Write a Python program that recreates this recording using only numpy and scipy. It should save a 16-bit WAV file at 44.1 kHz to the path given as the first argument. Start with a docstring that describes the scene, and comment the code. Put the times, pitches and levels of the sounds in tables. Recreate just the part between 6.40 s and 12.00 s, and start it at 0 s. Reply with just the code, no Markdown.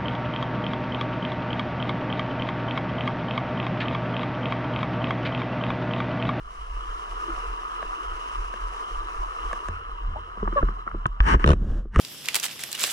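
"""A lake beach, heard from inside the housing of a camera on a plastic toy boat being carried ashore. Small
waves wash in, coloured by the housing, over the low rumble of the swaying hull. Water slaps the hull, and then
the wash and its fizz drop. Then wet hands shift their grip close to the microphone: pats, knocks, short
squeaks, rubbing and a judder, with wind on the two ports."""
import sys
import numpy as np
from scipy import signal
from scipy.fft import rfft, irfft, next_fast_len
from scipy.io import wavfile
from scipy.ndimage import uniform_filter1d

SR = 44100
rng = np.random.default_rng(int(sys.argv[2]) if len(sys.argv) > 2 else 0)


def output_pcm(signal):
    """Save a mono or channel-first signal as 16-bit PCM at the path in sys.argv[1].

    Samples are clipped to [-1, 1] before scaling.
    """
    pcm = np.clip(np.atleast_2d(signal).T, -1, 1) * 32767
    wavfile.write(sys.argv[1], SR, np.round(pcm).astype(np.int16))


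N = 246954
T = np.arange(N) / SR
SIZE = next_fast_len(N, True)
HZ = np.maximum(np.arange(SIZE // 2 + 1) * SR / SIZE, 1)
OPPOSED = np.array([[1], [-1]])   # left and right microphone port


# The wash as it reaches the boat. Each row: time in seconds, level in dB.
WASH_LEVELS = [(0, -45.5), (.17, -40), (.28, -40.3), (.34, -36.8), (.85, -32.4), (1.7, -33.2), (2.3, -34.7),
               (2.75, -32.8), (3.14, -32.9), (3.5, -37.7), (3.87, -39), (4.15, -36.5), (4.5, -41.5),
               (4.8, -45), (5.15, -53), (5.5, -59)]
# Treble against the wash. Each row: time in seconds, ring near 3 kHz in dB, fizz in dB.
WASH_TREBLE = [(.3, 2.5, -16.5), (1.3, .5, -20), (2.05, 3, -17.8), (2.7, 0, -19.3), (3.14, 1.5, -18.8),
               (3.6, .5, -18.3), (4.3, -2, -17)]
# Air resonances around the microphone. Each row: pitch in Hz, width in Hz, level in dB,
# phase between the ports in radians, gurgle depth in dB.
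HOUSING_RESONANCES = [(360, 110, -15.8, .15, 2.4), (446, 100, -14.2, 0.4, 2.4),
                      (715, 238, -18.6, -1.25, 3.4), (990, 112, -9.4, -1.1, 1.4),
                      (1062, 215, .1, 3.05, 1.55), (1208, 265, .05, 2.05, 1.25),
                      (1652, 314, -18.8, -0.5, 1.1), (2068, 195, -24.2, .55, .5),
                      (2730, 240, -17, 2.95, 1.5), (2920, 380, -17.6, -1.95, 2),
                      (3935, 340, -29.5, -2.45, 2.5), (5175, 130, -35, -.75, .9)]
# Foam hiss. Each row: frequency in Hz, level in dB.
FOAM_SPECTRUM = [(100, 6), (250, 4), (600, 5.5), (2100, 8.5), (3500, 0), (4600, -1.5), (5300, 4), (6200, 1),
                 (7200, -5.2), (8800, -5.7), (9900, -4), (11300, -16), (14000, -21), (15500, -30.5)]

def surf():
    """The wash gurgles in the housing's resonances; bursting foam fizzes above, less after 3.3 s."""
    wash = gains(WASH_LEVELS)[0] * flutter(rate_hz=4.5, depth_db=.61)   # small surges within a wave
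    ring_level, fizz_level = gains(WASH_TREBLE)
    foam = wash * fizz_level * from_db(-7.5 * after_step())
    body, ring = 0, 0
    for hz, width_hz, db, phase, gurgle_db in HOUSING_RESONANCES:
        bubbles = grains(per_s=5000, spread_db=1.6) * flutter(20.4, gurgle_db)
        spectrum = from_db(db) * peak(hz, width_hz) * rfft(bubbles, SIZE) * np.exp(.5j * phase * OPPOSED)
        if 2500 < hz < 3400:
            ring = ring + spectrum
        else:
            body = body + spectrum
    hollow = wandering(irfft(body, SIZE)[:, :N]) + ring_level * wandering(irfft(ring, SIZE)[:, :N])
    bursts = from_db(-4) * grains(10000, 1.34) + np.array([grains(10000, 1.34) for port in OPPOSED])
    fizz = coloured(bursts, FOAM_SPECTRUM) * flutter(20, 1.2)
    return wash * rms_one(hollow) + foam * fizz * from_db(1.4 * OPPOSED)


def wandering(ports):
    """The pitch of the resonances drifts by about 2% as the water moves."""
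    clock = np.cumsum(flutter(7, 1) ** .17)
    return np.array([np.interp(clock / clock[-1] * T[-1], T, port) for port in ports])


def after_step():
    """0 before the step at 3.29 s, 1 after it, from the last slap on."""
    turn_s, length_s = 3.29, .012
    return np.clip((T - turn_s) / length_s + .5, 0, 1)


# Water on the hull, close by. Each row: start in seconds, level in dB, then splash and thud
# in dB against that level.
WATER_SLAPS = [(1.4263, -24, 4, -16), (2.138, -27.2, 1.4, -14), (3.1298, -20.2, 2.6, -17),
               (3.2854, -21.5, -13, -11)]
# The hull damped by water. Each row: pitch in Hz, level in dB, seconds to fall 60 dB.
WET_HULL_MODES = [(423, -7, .016), (710, -0.5, .011), (1150, -1.5, .022), (1680, 2.5, 0.0083),
                  (2880, -13, 0.0089), (3660, -17, 0.0083)]
# Gentle laps at the hull. Each row: start in seconds, level in dB, pitch in Hz.
WATER_LAPS = [(.363, -32, 1200), (1.251, -30, 1220), (2.397, -28, 1150), (3.112, -24, 1150)]

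def slaps():
    """Water touches the hull, then splashes in full; the wet shell hardly rings. Laps only plop."""
    out, splash_lag_s = np.zeros((2, N)), .001805
    for s, db, splash_db, thud_db in WATER_SLAPS:
        add(out, s, from_db(db) * (ringing(WET_HULL_MODES, 1) + from_db(thud_db) * thud(1)))
        add(out, s + splash_lag_s, from_db(db + splash_db) * ringing(WET_HULL_MODES, 1))
    for s, db, hz in WATER_LAPS:
        add(out, s, from_db(db) * soft_touch(hz))
    return out


# Hands knock close to the microphone. Each row: start in seconds, level in dB, hardness as a cutoff
# in Hz, relative thud in dB, share of the phase between the ports, relative clack in dB.
HULL_KNOCKS = [(3.972, -44, 900, 7, .8, -20), (4.027, -31, 1000, 12, 0.82, -20),
               (4.076, -27, 940, 1, .8, -20), (4.126, -31, 1300, 4, 1, -20), (4.227, -24, 900, 6, 0.93, -8),
               (4.286, -36, 900, 4, .8, -20), (4.468, -41, 800, 4, .8, -20),
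               (4.545, -37, 1000, 11, 0.82, -20), (4.6563, -18.5, 1400, -9, 0.77, 4),
               (4.8038, -17, 1700, -18, .8, 8.5), (4.942, -21, 1000, 7, 1, -20),
               (4.950, -23, 1900, -5, 1, 2), (4.9962, -27, 2200, -4, .95, -8),
               (5.0418, -12, 2800, -1, .72, 6.5), (5.453, -51, 900, 17, 0, -20),
               (5.5595, -15, 3500, -5, 0.33, 6), (5.592, -14, 3530, 8, 0, 3)]
# The plastic hull. Each row: pitch in Hz, level in dB, seconds to fall 60 dB,
# phase between the ports in radians.
HULL_MODES = [(607, -14.5, 0.013, -1.5), (980, -5.5, 0.016, 2.5), (1120, 4, 0.019, 3.5),
              (1262, 4, 0.023, 3.5), (1510, -4.5, 0.014, 0), (1780, -3.5, .011, 0),
              (2190, -5, 0.0035, -1.3), (2880, -5.5, 0.008, 0.5), (4200, -41, 0.019, 2),
              (5550, -30, .007, -3)]

def knocks():
    """A soft blow is dull and scuffs for a moment; a hard one gives a dead clack as the hull rings."""
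    out, t = np.zeros((2, N)), T[:SR // 50]
    impulse, right_lag_s = 1. * (t == 0), .00016
    clack = bandpass(impulse, 900, 3250, order=7)
    clack = np.array([clack, np.interp(t - right_lag_s, t, clack, left=0)]) / np.abs(clack).max()
    for s, db, hardness_hz, thud_db, width, clack_db in HULL_KNOCKS:
        scuff = .08 * (1300 / hardness_hz) * rng.standard_normal(len(t)) * from_db(-60 * t / .022)
        hull = ringing(HULL_MODES, 1.5, width)
        tap = lowpass(signal.fftconvolve(hull, (scuff + impulse)[None]), hardness_hz, order=4)
        add(out, s, from_db(db) * tap / np.abs(tap.mean(axis=0)).max())
        add(out, s, from_db(db + clack_db) * clack)
        add(out, s, from_db(db + thud_db) * lowpass(thud(2.5), 890))
    return out


# The hull's hollow low end. Each row: pitch in Hz, level in dB, seconds to fall 60 dB.
THUD_MODES = [(145, -7, 0.05), (203, -3.5, 0.12), (339.4, 1, 0.055), (415.4, -1.5, 0.06),
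              (490, -2.5, 0.028), (690, -13, .016)]

def thud(spread_db):
    """A blow rings the low modes of the hull."""
    return ringing(THUD_MODES, spread_db)


# Thin, sharp ticks at the ports. Each row: start in seconds, level in dB.
FRICTION_TICKS = [(3.13, -33), (3.285, -31), (4.665, -31), (4.804, -44), (4.997, -39), (5.560, -28),
                  (5.588, -26)]

def ticks():
    """A millisecond or two of friction noise; the ports swallow a band near 5 kHz and the very top."""
    out, age = np.zeros((2, N)), T[:SR // 10] / .00069
    for s, db in FRICTION_TICKS:
        noise = rng.standard_normal(len(age)) + from_db(-2.5) * rng.standard_normal(len(age)) * OPPOSED
        burst = signal.lfilter([.3], [1, -.7], noise * age * np.exp(1 - age))
        notched = signal.lfilter(*signal.iirnotch(4800, 3.5, fs=SR), burst)
        add(out, s, 2 * from_db(db) * np.diff(lowpass(notched, 8600, order=6)))
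    return out


# Fingertips right on the housing. Each row: start in seconds, level in dB, pitch in Hz.
FINGER_PATS = [(4.0, -29, 1250), (4.054, -32, 1210), (4.075, -21, 1130), (4.124, -31, 1200),
               (4.217, -27.5, 1350), (4.227, -25, 1220), (4.285, -22, 1185), (4.305, -33, 1200),
               (4.406, -38, 1260), (4.465, -33, 1200), (4.476, -19, 1330), (4.487, -29, 1150),
               (4.501, -35, 1300), (4.513, -29.5, 1300), (4.657, -17, 1060)]

def pats():
    """A loose clatter of fingertips on the wet housing."""
    out = np.zeros((2, N))
    for s, db, hz in FINGER_PATS:
        add(out, s, from_db(db) * soft_touch(hz))
    return out


def soft_touch(hz, port_phase=1.78, rise_s=.0018):
    """A soft touch swells and dies in the housing's main air resonance, with a little dull grit."""
    t = T[:SR // 20]
    age = t / rise_s
    tone = np.sin(2 * np.pi * hz * t + OPPOSED * port_phase / 2)
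    grit = bandpass(rng.standard_normal((2, len(t))), 550, 1950, order=5)
    return age * np.exp(1 - age) * (tone + from_db(-12.5) * rms_one(grit))


# A finger sticks and slips on the boat. Each row: start in seconds, level in dB.
FINGER_SLIPS = [(5.0605, -10), (5.0745, -3.5), (5.0893, -4), (5.1027, -2.5), (5.115, -8), (5.1315, -9.5)]
# Rasp of the skin. Each row: frequency in Hz, level in dB.
SKIN_SPECTRUM = [(300, 3), (700, -2), (1100, 4), (1500, 3), (2200, -3), (2900, 2), (3350, -6), (3900, -3.5),
                 (4700, -21), (5400, -11), (6300, -12), (7200, -18), (9500, -19), (11000, -33),
                 (15000, -45)]

def judder():
    """Each slip jerks the hull and bumps the housing as the finger catches, where the skin rasps most."""
    out, t = np.zeros((2, N)), T[:SR // 10]
    catch_s = .0023   # from slip to catch
    jerk = np.sin(2 * np.pi * 72 * t + 2.14) * from_db(-60 * t / .05) * (1 - np.exp(-t / .0027))
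    bump = from_db(-2.5) * np.exp(-((t - catch_s) / .0008) ** 2)
    damping = from_db(-60 * t / .055)
    friction = swell(5.066, held_s=.056, db=-39, rise_s=.025, fall_s=.028)   # drag between slips
    for s, db in FINGER_SLIPS:
        hollow = from_db(-1.5) * thud(1) * damping
        add(out, s, from_db(db) * lowpass(from_db(.5) * jerk + bump + hollow, 1800))
        touch = soft_touch(1050 * np.exp(.15 * rng.normal()), port_phase=2.43)
        add(out, s, from_db(db - 11) * lowpass(touch, 2500))
        friction += from_db(db - 19) * np.exp(-((T - s - catch_s) / .0016) ** 2)
    skin = coloured(np.array([grains(14000, 1.5) for port in OPPOSED]), SKIN_SPECTRUM)
    return out + friction * skin


# Wet skin squeaks close by. Each row: start and length in seconds, first, middle and last pitch
# in Hz, level in dB, tilt in dB per overtone.
WET_SQUEAKS = [(0.88, 0.066, 356, 336, 320, -32.5, -24), (3.757, 0.04, 580, 615, 620, -36.5, -30),
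               (3.758, 0.04, 700, 876, 970, -29.5, -26), (4.159, 0.051, 556, 588, 517, -18.5, 0)]
# Each entry: level of a partial in dB, from the fundamental up.
SQUEAK_PARTIALS = [0, 4.5, -12.5, -30, -26.5, -34, -38]

def squeaks():
    """Fast stick-slip on wet plastic gives a short, bending tone whose overtones swell late."""
    out = np.zeros((2, N))
    for s, length, start_hz, middle_hz, end_hz, db, tilt_db in WET_SQUEAKS:
        progress = np.linspace(0, 1, round(length * SR))
        bend = np.interp(progress, [0, .3, 1], [start_hz, middle_hz, end_hz])
        pitch = bend * flutter(300, .31)[:len(progress)]
        phase = 2 * np.pi * np.cumsum(pitch) / SR
        for k, partial_db in enumerate(SQUEAK_PARTIALS):
            # higher tones reach the ports out of step
            port_phase = min((k + 1) * middle_hz / 1050, 1) ** 1.4 * OPPOSED
            age = progress ** 1.87 if k else progress
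            envelope = np.interp(age, [0, .07, .33, .55, .9, 1], [0, .94, .88, .3, .18, 0])
            envelope *= from_db(db + partial_db + tilt_db * k) * flutter(260, 2.6)[:len(age)]
            add(out, s, envelope * np.sin((k + 1) * phase - port_phase))
    return out


# A hand slides over the hull. Each row: arrival and hold in seconds, level in dB,
# seconds to build by 20 dB, seconds to fall 20 dB.
HAND_STROKES = [(4.808, .034, -44.6, .0045, .021), (4.872, .068, -24.2, .028, .023),
                (5.008, .04, -39, .035, .013), (5.075, .05, -40, .025, .025),
                (5.548, .052, -36.5, .02, .015)]
# The rubbed hull. Each row: frequency in Hz, dB with the ports together, dB with them opposed.
RUB_SPECTRUM = [(100, 3, -28), (350, -1.5, -15.5), (696, -15.5, -3), (900, -5.5, 1), (1140, -4.5, 11),
                (1410, -.5, -1), (1765, 2, -4.2), (2450, -17, -8), (2900, -9.5, -8), (3580, -25, -25),
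                (4800, -29, -22), (5700, -23, -31), (7500, -32, -29), (9400, -31, -35), (10900, -46, -44),
                (14500, -58, -56)]
# Panels under the hand. Each row: pitch in Hz, width in Hz, lift in dB.
PANEL_RESONANCES = [(907, 80, 7.5), (1240, 65, 2.5), (1690, 50, 4), (1800, 100, 0.5), (2040, 70, 2.5),
                    (2300, 70, 4.5), (2810, 65, 2), (3010, 89, 2), (5560, 280, 5)]

def rubbing():
    """Skin drags over gritty plastic: dense catches ring its panels, and press and rock the housing."""
    grip, colour = flutter(70, .53), np.array(RUB_SPECTRUM)
    panels = 1 + sum((from_db(db) - 1) * peak(hz, width_hz) for hz, width_hz, db in PANEL_RESONANCES)
    mid = filtered(grains(9000, 1.4) * grip, panels * response(colour[:, :2]))
    side = filtered(grains(7200, 2.2) * grip, panels * response(colour[:, ::2]))
    pressure = sum(swell(*stroke) for stroke in HAND_STROKES)
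    return pressure * (mid + side * OPPOSED) / mid.std() * from_db(OPPOSED)


# A faint, close rustle. Each row: frequency in Hz, level in dB.
BRUSH_SPECTRUM = [(300, 2), (600, 6), (800, -3), (1200, 0), (1650, -1), (1950, -15), (2450, -19),
                  (2900, -12), (4500, -24), (5600, -21), (7800, -26), (9000, -33), (12500, -35),
                  (14500, -52)]

def brushing():
    """A loose hand brushes the hull: a soft rustle with a fine fizz on top."""
    mid, side = (coloured(grains(9000, 1.6), BRUSH_SPECTRUM) for _ in range(2))
    pressure = swell(5.31, held_s=.085, db=-47.5, rise_s=.3, fall_s=.055)
    return pressure * (mid + from_db(-5) * side * OPPOSED)


# The carried boat lurches about four times a second. Each row: peak time in seconds, level in dB.
HULL_LURCHES = [(.04, -35.5), (.2, -33), (.33, -27), (.5, -31.5), (.73, -32.5), (.94, -30.5), (1.08, -29),
                (1.47, -35), (1.7, -31), (2.0, -27.5), (2.24, -29.5), (2.56, -27.5), (2.8, -28),
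                (3.06, -28.5), (3.3, -33), (3.5, -31.5), (3.66, -25), (4.06, -23), (4.57, -27.5),
                (4.7, -28.5)]
# Its rumble at the microphone. Each row: frequency in Hz, level in dB.
SWAY_SPECTRUM = [(15, -15.5), (27, -5.5), (39, 5), (48, -5.5), (62, -22.5), (90, -48), (200, -59)]

def sway():
    """The hull sways near 40 Hz with each lurch, and keeps swaying while the grip shifts."""
    rise_s, fall_s, rest_db = .09, .19, -45
    lurches = [swell(s, 0, db, rise_s, fall_s) for s, db in HULL_LURCHES]
    grip_shift = swell(4.95, .45, -24.5, rise_s, fall_s)
    motion = np.maximum(np.max(lurches + [grip_shift], axis=0), from_db(rest_db))
    swing = coloured(rng.standard_normal(N), SWAY_SPECTRUM)
    even_swing = swing / np.sqrt(uniform_filter1d(swing ** 2, size=SR // 20) + .17)
    return filtered(motion * rms_one(even_swing), 1 / np.sqrt(1 + (HZ / 58) ** 20))


# Jolts to the boat. 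Each row: start in seconds, level in dB, pitch in Hz, seconds to fall 60 dB.
HULL_JOLTS = [(3.292, -28, 82, 0.38), (3.681, -32, 79.8, 0.72), (4.232, -11.5, 38.8, 0.36),
              (4.657, -16, 125, 0.05), (4.803, -6, 48.5, 0.3), (4.948, -6.5, 56, 0.15),
              (5.042, -17, 72, 0.088), (5.573, -8, 46, 0.2)]

def jolts():
    """The hull rocks after each jolt with a low, dying tone."""
    out, t = np.zeros((2, N)), T[:SR // 2]
    for s, db, hz, t60 in HULL_JOLTS:
        add(out, s, from_db(db - 60 * t / t60) * np.sin(2 * np.pi * hz * t))
    return out


# Gusts straight on the microphone. Each row: arrival and hold in seconds, level in dB,
# seconds to build by 20 dB, seconds to fall 20 dB.
PORT_GUSTS = [(3.7, 0, -45, .075, .09), (4.04, 0, -41, .05, .22), (4.225, 0.013, -34, .04, 0.1),
              (4.565, .003, -38, .05, 0.04), (4.86, 0.036, -30, .03, 0.1), (4.943, .009, -16, .027, .026),
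              (5.066, .048, -21, .032, .06), (5.21, .175, -33, .065, .075), (5.565, .015, -22.5, .025, .03),
              (5.594, .006, -10.5, .011, .031)]
# Wind on the ports. Each row: frequency in Hz, level in dB.
WIND_SPECTRUM = [(35, -20.5), (61, .1), (84, -5), (135, -10), (215, -11.5), (332, -21), (550, -30.5),
                 (900, -49), (2000, -78), (8000, -110)]

def wind():
    """Lumpy gusts and a breeze, a little stronger after 3.3 s, press on both ports; faint eddies differ."""
    breeze = from_db(-63.5 + 4 * after_step())
    flow = breeze + sum(swell(*gust) for gust in PORT_GUSTS)
    buffeting = coloured(rng.standard_normal(N) * flutter(22, 1), WIND_SPECTRUM)
    eddies = from_db(-25) * coloured(rng.standard_normal(N), WIND_SPECTRUM) * OPPOSED
    return flow * (buffeting + eddies)


def ringing(modes, spread_db, width=1):
    """One blow on modes of alternating sign, each varied in strength; peak 1 in mono."""
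    t, out = T[:SR // 10], 0
    for k, (hz, db, t60, *phase) in enumerate(modes):
        lead = OPPOSED * width * sum(phase) / 2
        decay = from_db(db + spread_db * rng.normal() - 60 * t / t60)
        out = out + (-1) ** k * decay * np.sin(2 * np.pi * hz * t + lead)
    return out / np.abs(out.mean(axis=0)).max()


def grains(per_s, spread_db):
    """Random tiny impacts of uneven size; rms 1."""
    born = rng.random(N) < per_s / SR
    out = rng.standard_normal(N) * born
    out[born] *= from_db(spread_db * np.minimum(rng.exponential(1, N)[born], 5))
    return rms_one(out)


def flutter(rate_hz, depth_db):
    """A gain that wanders at random."""
    pole = np.exp(-80 * np.pi * rate_hz / SR)
    slow = signal.lfilter([1], [1, -2 * pole, pole * pole], rng.standard_normal(N // 40 + 502))[500:]
    return np.interp(np.arange(N) / 40, np.arange(len(slow)), from_db(depth_db * rms_one(slow)))


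def swell(s, held_s, db, rise_s, fall_s):
    """Gain that builds up to time s, holds and dies away; rise and fall are the times for 20 dB."""
    out = np.zeros(N)
    span = slice(*np.searchsorted(T, [s - 4 * rise_s, s + held_s + 4 * fall_s]))
    early, late = np.maximum(s - T[span], 0), np.maximum(T[span] - s - held_s, 0)
    out[span] = from_db(db - 20 * (early / rise_s + late / fall_s))
    return out


def gains(rows):
    """Each dB column of a curve as a gain per sample."""
    s, *columns = np.transpose(rows)
    return [from_db(np.interp(T, s, db)) for db in columns]


def peak(hz, width_hz):
    """Gain per frequency of a resonance with steep skirts."""
    return 1 / (1 + (hz / width_hz * (HZ / hz - hz / HZ)) ** 2)


def response(points):
    """Gain per frequency from (Hz, dB) points."""
    hz, db = np.transpose(points)
    return from_db(np.interp(np.log(HZ), np.log(hz), db))


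def coloured(x, points):
    """A steady signal given a spectrum; rms 1."""
    return rms_one(filtered(x, response(points)))


def filtered(x, gain_per_frequency):
    return irfft(rfft(x, SIZE) * gain_per_frequency, SIZE)[..., :N]


def lowpass(x, hz, order=2):
    return signal.sosfilt(signal.butter(order, hz, fs=SR, output="sos"), x)


def bandpass(x, low_hz, high_hz, order):
    return signal.sosfilt(signal.butter(order, [low_hz, high_hz], "band", fs=SR, output="sos"), x)


def from_db(db):
    return 10 ** (np.asarray(db) / 20)


def rms_one(x):
    return x / np.sqrt(np.mean(x ** 2) + 1e-20)


def add(out, s, sound):
    """Mix a short sound in at time s."""
    i = min(round(s * SR), N - 1)
    out[:, i:i + sound.shape[-1]] += sound[..., :N - i]


def scene():
    """From on board: water, hands nearer the left port, and rumble leaning slightly right."""
    hands = rubbing() + brushing() + knocks() + ticks() + pats() + judder() + squeaks()
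    water = surf() + slaps()
    rumble = (sway() + wind()) * from_db(-.35 * OPPOSED) + jolts()
    return water + rumble + hands * from_db(-.2 + .5 * OPPOSED)


def record(dry):
    """The sound narrows almost to mono at the end, the loudest peaks are rounded, the top is cut."""
    mono_s, narrowing_s, stopband_hz = 5.5, .39, 16600
    mid = dry.mean(axis=0)
    narrowed = mid + (dry - mid) * np.clip((mono_s - T) / narrowing_s, .03, 1)
    return signal.sosfilt(signal.cheby2(12, 60, stopband_hz, fs=SR, output="sos"), np.tanh(narrowed))


dry = scene()
out = record(dry)
output_pcm(out)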